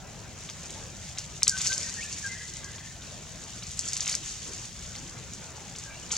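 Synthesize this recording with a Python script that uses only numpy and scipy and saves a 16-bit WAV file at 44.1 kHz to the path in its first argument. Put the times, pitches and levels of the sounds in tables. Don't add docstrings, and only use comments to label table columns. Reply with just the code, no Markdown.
import sys
import numpy as np
from scipy import signal
from scipy.fft import rfft, irfft, next_fast_len
from scipy.io import wavfile
from scipy.ndimage import uniform_filter1d, map_coordinates

SR = 44100
rng = np.random.default_rng(int(sys.argv[2]) if len(sys.argv) > 2 else 0)


def convert_level_to_amplitude(level_db):
    exponent = np.asarray(level_db, float) / 20
    return 10 ** exponent


def digitize_waveform(pressure):
    field = np.atleast_2d(pressure).T
    bounded = np.clip(field, -1, 1)
    quanta = np.round(bounded * 32767).astype(np.int16)
    wavfile.write(sys.argv[1], SR, quanta)


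N = 272477

# f/Hz, relative density/dB per Hz
CRISP_COLOUR = [(3900, -62), (4200, -7), (5170, -5.5), (6400, -0.5), (6970, -0.5), (8400, -11.5),
                (10000, -20.5), (12000, -31.5), (15800, -61)]


def unit(x):
    return x / np.sqrt(np.mean(x ** 2) + 1e-20)


def along(points, hz):
    f, v = np.transpose(points)
    return np.interp(np.log(hz + 1), np.log(f + 1), v)


def curves(rows):
    s, *cols = np.transpose(rows)
    return [np.interp(np.arange(N) / SR, s, c) for c in cols]


def wobble(rate):
    knots = rng.standard_normal(int(N * rate / SR) + 4)
    return map_coordinates(knots, [np.arange(N) * rate / SR])


def filtered(x, response):
    n = x.shape[-1]
    m = next_fast_len(n + 4096)
    return irfft(rfft(x, m) * response(np.fft.rfftfreq(m, 1 / SR)), m)[..., :n]


def ports(pair, spectrum, spread=1):
    # f/Hz, correlation (1 = the same)
    likeness = [(40, 0.97), (150, 0.8), (330, 0.57), (800, 0.73), (2000, 0.77), (8000, 0.42), (11000, 0.16),
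                (15000, 0.14)]

    def response(hz):
        turn = spread * np.arccos(np.clip(along(likeness, hz), 0, 1)) / 2
        return convert_level_to_amplitude(along(spectrum, hz)) * [np.cos(turn), np.sin(turn)]

    mid, side = filtered(pair, response)
    return np.array([mid + side, mid - side])


def patchy(patchy_db, size=256):
    z = signal.stft(rng.standard_normal((2, N + 2 * size)), nperseg=size)[2]
    field = rng.standard_normal(z.shape[1:])
    field = uniform_filter1d(field, size=4, axis=0)
    field = uniform_filter1d(field, size=6, axis=1)
    return signal.istft(z * convert_level_to_amplitude(patchy_db * unit(field)), nperseg=size)[1][:, :N]


def far():
    # f/Hz, relative density/dB per Hz
    rumble_colour = [(20, -46), (28, -19), (40, -1), (81, 2), (167, 1), (260, -12), (340, -78)]
    # f/Hz, relative density/dB per Hz
    air_colour = [(140, -9.5), (240, -3), (371, -2.5), (499, -4.5), (665, -4), (1190, -9.5), (1500, -9.5),
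                  (2200, -14.5), (2860, -15.5), (4840, -120)]
    # f/Hz, relative density/dB per Hz
    hiss_colour = [(5000, -21), (8500, -23), (10500, -6), (12700, -10.5), (15200, -14), (15800, -4)]
    # t/s, level before a 4 dB lift and a random sway/dB
    air_level = [(0.0, -53.5), (0.6, -56.5), (0.66, -54.5), (0.82, -52.5), (1.0, -54), (1.08, -58.5),
                 (1.17, -53.5), (1.24, -55.5), (1.44, -58), (1.7, -55.5), (1.95, -55.5), (2.05, -57),
                 (2.14, -55.5), (2.22, -60), (2.57, -59.5), (2.63, -54), (2.9, -57), (3.05, -54.5),
                 (3.2, -56), (3.6, -55.5), (3.68, -57.5), (3.85, -58), (4.05, -58), (4.2, -57), (4.44, -60),
                 (4.49, -53.5), (4.63, -54.5), (4.7, -61), (4.8, -55), (4.9, -56), (5.0, -55), (5.1, -54.5),
                 (5.62, -54.5), (5.78, -59), (5.9, -53.5), (6.17, -55.5)]
    rumble = unit(ports(rng.standard_normal((2, N)), rumble_colour))
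    air = unit(ports(patchy(patchy_db=2.55, size=1024), air_colour))
    hiss = unit(ports(patchy(patchy_db=1.5), hiss_colour))
    rumble_db = -47 + 0.66 * wobble(6.6)
    air_db, = curves(air_level)
    air_db = air_db + 4.0 + 1.14 * wobble(12)
    return convert_level_to_amplitude(rumble_db) * rumble + convert_level_to_amplitude(air_db) * air + convert_level_to_amplitude(-62.5) * hiss


def rustle():
    # t/s, crisp level before a 0.5 dB lift and flutter/dB
    stir = [(0.0, -51.5), (0.58, -46), (0.93, -46), (1.08, -44.5), (1.4, -48), (1.52, -40.5), (1.65, -30.5),
            (1.9, -38.5), (2.3, -42), (2.78, -47.5), (3.2, -46.5), (3.7, -45), (3.89, -40), (4.06, -38.5),
            (4.125, -33.5), (4.18, -42), (4.27, -39), (4.61, -44), (5.4, -48.5), (5.7, -47), (6.1, -45.5),
            (6.104, -37.5), (6.18, -32.5)]
    # f/Hz, relative density/dB per Hz
    dull_colour = [(300, -28), (900, -15.5), (1500, -8), (2000, -4.5), (3000, -1.5), (4150, -1),
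                   (4400, -33.5)]
    stir_db, = curves(stir)
    dull_db = -52 + 0.72 * (stir_db + 46.0)
    sizes = convert_level_to_amplitude(4.2 * rng.exponential(1, N).clip(0, 3.2))
    contacts = (rng.random(N) < 450 / SR) * sizes
    crumble = convert_level_to_amplitude(-60 * np.arange(SR // 20) / SR / 0.008)
    grain = 1 + .5 * unit(signal.fftconvolve(contacts, crumble)[:N])
    flutter_db = 0.8 * wobble(14) + 0.8 * wobble(40)
    crisp = unit(ports(grain * patchy(patchy_db=0.5), CRISP_COLOUR))
    dull = unit(ports(grain ** 0.69 * patchy(patchy_db=2.0, size=512), dull_colour))
    return convert_level_to_amplitude(stir_db + flutter_db + 0.5) * crisp + convert_level_to_amplitude(dull_db + 0.96 * flutter_db) * dull


def burst(spectrum, t60, tilt_db=0):
    t = np.arange(SR // 14) / SR - .002
    rise = 1 - np.exp(-t.clip(0) / 0.00024)
    noise = rng.standard_normal((2, len(t))) * rise * convert_level_to_amplitude(-60 * np.abs(t) / t60)
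    tilted = [(hz, db + tilt_db * np.log2(min(hz, 8800) / 6500)) for hz, db in spectrum]
    x = ports(noise, tilted, spread=0.2)
    return x / np.sqrt(uniform_filter1d(x[0] ** 2, size=40).max())


def snaps():
    # t/s, crack level/dB, brightness tilt/dB per octave, knock re crack before a 4 dB cut/dB
    snap_list = [(0.489, -30.5, -9, -1.5), (0.648, -37.5, 8, -24), (0.695, -34.5, 4, -2.5),
                 (1.1744, -25, -8, -5), (1.1808, -28.5, -5, -4.5), (1.2044, -40, -6, -1),
                 (1.4216, -8.5, -7, -19), (1.4692, -8.5, 1, -15.5), (1.4704, -12, -8, -21),
                 (1.4848, -12, -5, -22), (1.505, -34, 16, -13), (1.567, -24.5, 0, -10),
                 (1.5745, -25, -2, -13), (1.606, -18.5, 2, -12), (1.6507, -27, -7, -7),
                 (1.6555, -26, -7, -17), (1.632, -33, 0, -17), (1.6606, -15.5, -14, -14.5),
                 (1.692, -37, 2, -15), (1.719, -21, -16, -6), (1.729, -25, 4, -13), (1.7692, -21, -2, -19),
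                 (1.7935, -36, 0, -15), (1.821, -26, -7, -20), (1.8686, -42, 3, -16), (1.93, -30, -6, -15),
                 (1.888, -47, -6, -1), (2.028, -32.5, 10, -23), (2.117, -26, -7, -24),
                 (2.174, -32, 0, -8.5), (2.254, -33.5, -2, -7.5), (2.341, -43, 0, -13),
                 (2.4685, -34, -1, -28), (2.559, -30.5, -3, -9), (2.6341, -30.5, -7, -14),
                 (2.781, -44.5, -16, 5), (3.02, -44, -4, 3), (3.427, -39, -8, -5), (3.6232, -35, -12, 0.5),
                 (3.658, -32.5, -10, -13), (3.706, -33, 3, -13), (3.762, -35, 13, -21),
                 (3.7824, -16.5, -4, -31), (3.793, -33, 3, -11), (3.799, -32, 2, -16), (3.849, -30, 0, -23),
                 (3.853, -37, -1, -19), (3.868, -26, -2, -11), (3.876, -23, -4, -22), (3.894, -39, 2, -15),
                 (3.913, -35, 0, -8), (3.922, -21.5, -1, -15), (3.928, -34, 0, -8), (3.957, -21, -9, -13),
                 (3.965, -28.5, 10, -5), (3.996, -18, -14, -17), (4.014, -35, 3, -5), (4.017, -35, 5, 2.5),
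                 (4.027, -42, 2, -12), (4.0486, -27, -8, -6), (4.067, -27, -2, -8), (4.068, -21, -7, -6),
                 (4.0852, -21, 0, -9), (4.0883, -21.5, -8, -12.5), (4.103, -28, 8, -1),
                 (4.112, -28, -5, -5.5), (4.117, -24, -35, -10), (4.141, -20, 0, -10), (4.25, -31, -3, -17),
                 (4.2827, -37, 2, -10), (4.469, -39, 13, -15), (4.524, -33, -7, -7), (4.5683, -36, -2, -12),
                 (4.816, -40, 2, -15), (4.9512, -33.5, -15, -0.5), (5.325, -31.5, 2, -13),
                 (5.751, -35, -4, -4.5), (5.775, -31.5, 1, -10), (6.1059, -24.5, 11, -7),
                 (6.109, -20.5, 2, -26), (6.1138, -22, 5, -11), (6.156, -23, -19, -7.5)]
    # f/Hz, relative density/dB per Hz
    twig_colour = [(3950, -46), (4400, -11), (5240, -3), (6200, -2), (7200, 0.5), (8210, 0), (11100, -25),
                   (12300, -20), (15800, -50)]
    # f/Hz, relative density/dB per Hz
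    leaf_colour = [(3900, -40), (4400, -14), (5300, -6), (6300, 0), (7200, -2), (8600, -11), (11000, -26),
                   (15800, -62)]
    # f/Hz, relative density/dB per Hz
    knock_colour = [(500, -25), (1200, -7.5), (1800, -13), (2100, -2), (2700, -4), (3700, 0), (4150, 0.5),
                    (4400, -24)]
    twig_over_db = -13
    twig_t60_s, leaf_t60_s, crumble_t60_s, knock_t60_s = 0.0035, 0.0055, 0.12, 0.064
    out = np.zeros((2, N + SR))
    for s, db, tilt_db, knock_db in snap_list:
        if db > twig_over_db:
            crack = burst(twig_colour, twig_t60_s, tilt_db)
        else:
            crack = burst(leaf_colour, leaf_t60_s * convert_level_to_amplitude(rng.normal(0, 3.5)), tilt_db)
        crumble_db = -32.5 + 0.6 * (db + 21.5)
        crumble = convert_level_to_amplitude(crumble_db) * burst(CRISP_COLOUR, crumble_t60_s, tilt_db)
        ticks = np.repeat(rng.standard_normal(128), repeats=30)[:crack.shape[1]]
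        crumble = crumble * convert_level_to_amplitude(3 * ticks - 1)
        knock = convert_level_to_amplitude(knock_db - 4.0) * burst(knock_colour, knock_t60_s)
        start = round((s - .002) * SR)
        out[:, start:][:, :crack.shape[1]] += convert_level_to_amplitude(db) * (crack + knock) + crumble
    return out[:, :N]


def bird():
    # start t/s, length/s, start f/Hz, end f/Hz, level/dB
    notes_and_tails = [(1.487, 0.027, 1620, 1610, -49), (1.509, 0.031, 1606, 1553, -36.5),
                       (1.526, 0.043, 1502, 1544, -32.5), (1.595, 0.035, 1520, 1560, -46),
                       (1.695, 0.044, 1527, 1579, -31), (1.747, 0.022, 1583, 1590, -49),
                       (1.836, 0.083, 1865, 1815, -45), (1.853, 0.054, 1565, 1580, -45.5),
                       (1.899, 0.033, 1864, 1940, -48), (1.964, 0.035, 1660, 1700, -45),
                       (1.965, 0.025, 1880, 1850, -44), (1.983, 0.029, 1820, 1860, -37.5),
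                       (2.001, 0.027, 2114, 2400, -37.5), (2.019, 0.031, 2340, 2950, -38),
                       (2.05, 0.04, 2310, 2500, -47), (2.09, 0.081, 2790, 2700, -48.5),
                       (2.043, 0.049, 1754, 1735, -45.5), (2.226, 0.028, 1740, 1670, -43),
                       (2.241, 0.044, 1616, 1590, -30.5), (2.28, 0.21, 1912, 1913, -47.5),
                       (2.283, 0.071, 2040, 2086, -38.5), (2.329, 0.05, 1686, 1740, -42),
                       (2.363, 0.14, 2020, 2040, -47.5), (2.389, 0.055, 1680, 1720, -46.5),
                       (2.503, 0.26, 2043, 2000, -50.5), (2.59, 0.14, 1638, 1620, -49.5),
                       (2.699, 0.3, 1780, 1800, -53), (2.75, 0.17, 2040, 2050, -56),
                       (3.863, 0.013, 1340, 1340, -40), (5.833, 0.13, 1632, 1610, -49),
                       (5.89, 0.077, 2380, 2290, -47.5), (5.902, 0.095, 2700, 2800, -50),
                       (6.018, 0.03, 2930, 2960, -51)]
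    song = np.zeros(N + SR)
    for s, length, from_hz, to_hz, db in notes_and_tails:
        glide_hz = to_hz - from_hz
        rough = np.clip(0.055 * (-34 - db) + 0.001 * abs(glide_hz), 0, 1)
        u = np.arange(round(length * SR)) / (length * SR)
        flicker_per_s = 140 * rough + 0.6 * abs(glide_hz)
        knots = 2 + u * length * flicker_per_s
        a, b = [map_coordinates(v, [knots], mode="wrap") for v in rng.standard_normal((2, 128))]
        voice = np.sqrt(1 - rough) + np.sqrt(rough / 2) * (a + 1j * b)
        phase = 2 * np.pi * np.cumsum(from_hz + glide_hz * u) / SR
        soft_ends = np.sin(np.pi * u ** 0.9) ** 0.67
        song[round(s * SR):][:len(u)] += convert_level_to_amplitude(db) * soft_ends * (voice * np.exp(1j * phase)).real
    echo_db, echo_t60_s = -13.5, 0.7
    t = np.arange(SR) / SR
    fade = convert_level_to_amplitude(3 * wobble(35.0)[:SR] - 60 * t / echo_t60_s)
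    trees = rng.standard_normal((2, SR)) * fade * (1 - np.exp(-t / 0.017))
    trees = trees + 7.8 * trees[0]
    trees = trees / np.linalg.norm(trees[0])
    echo = signal.fftconvolve(song[None, :N], trees, axes=1)[:, :N]
    return song[:N] + convert_level_to_amplitude(echo_db) * echo


def thump():
    start_s, low_hz, level_db, t60_s = 6.131, 444, -36.5, 0.047
    t = (np.arange(N) / SR - start_s).clip(0)
    ring = np.sin(2 * np.pi * low_hz * t)
    ring += 1.05 * np.sin(2 * np.pi * 1.96 * low_hz * t)
    ring += 1.06 * np.sin(2 * np.pi * 3.1 * low_hz * t)
    return convert_level_to_amplitude(level_db - 60 * t / t60_s) * (1 - np.exp(-t / 0.0018)) * ring


def scene():
    return far() + rustle() + snaps() + bird() + thump()


def roll_off(x):
    return signal.sosfilt(signal.butter(12, 15840, fs=SR, output="sos"), x)


def record(dry):
    # f/Hz, left over right level/dB
    left_louder = [(100, 1.7), (400, 0.3), (2300, 2.5), (4500, 0.5), (6300, 1), (9000, 1.6), (13000, -0.5)]
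    # f/Hz, left ahead of right/rad
    left_ahead = [(1000, .05), (4000, .25), (5000, .75), (6000, 1.1), (7000, 1.1), (9000, 1.3),
                  (11000, 1.6), (14000, 2.6)]
    split_hz, late_samples, clip_level = 4150, 449, 0.93
    half = np.array([[.5], [-.5]])

    def port_response(hz):
        return convert_level_to_amplitude(half * along(left_louder, hz)) * np.exp(1j * half * along(left_ahead, hz))

    x = filtered(dry, port_response)
    treble = filtered(x, lambda hz: np.clip((hz - split_hz) / 200 + .5, 0, 1))
    late_treble = np.pad(treble, [(0, 0), (late_samples, 0)], "reflect")[:, :N]
    mix = np.clip(x - treble + late_treble, -clip_level, clip_level)
    return roll_off(mix)


dry = scene()
out = record(dry)
digitize_waveform(out)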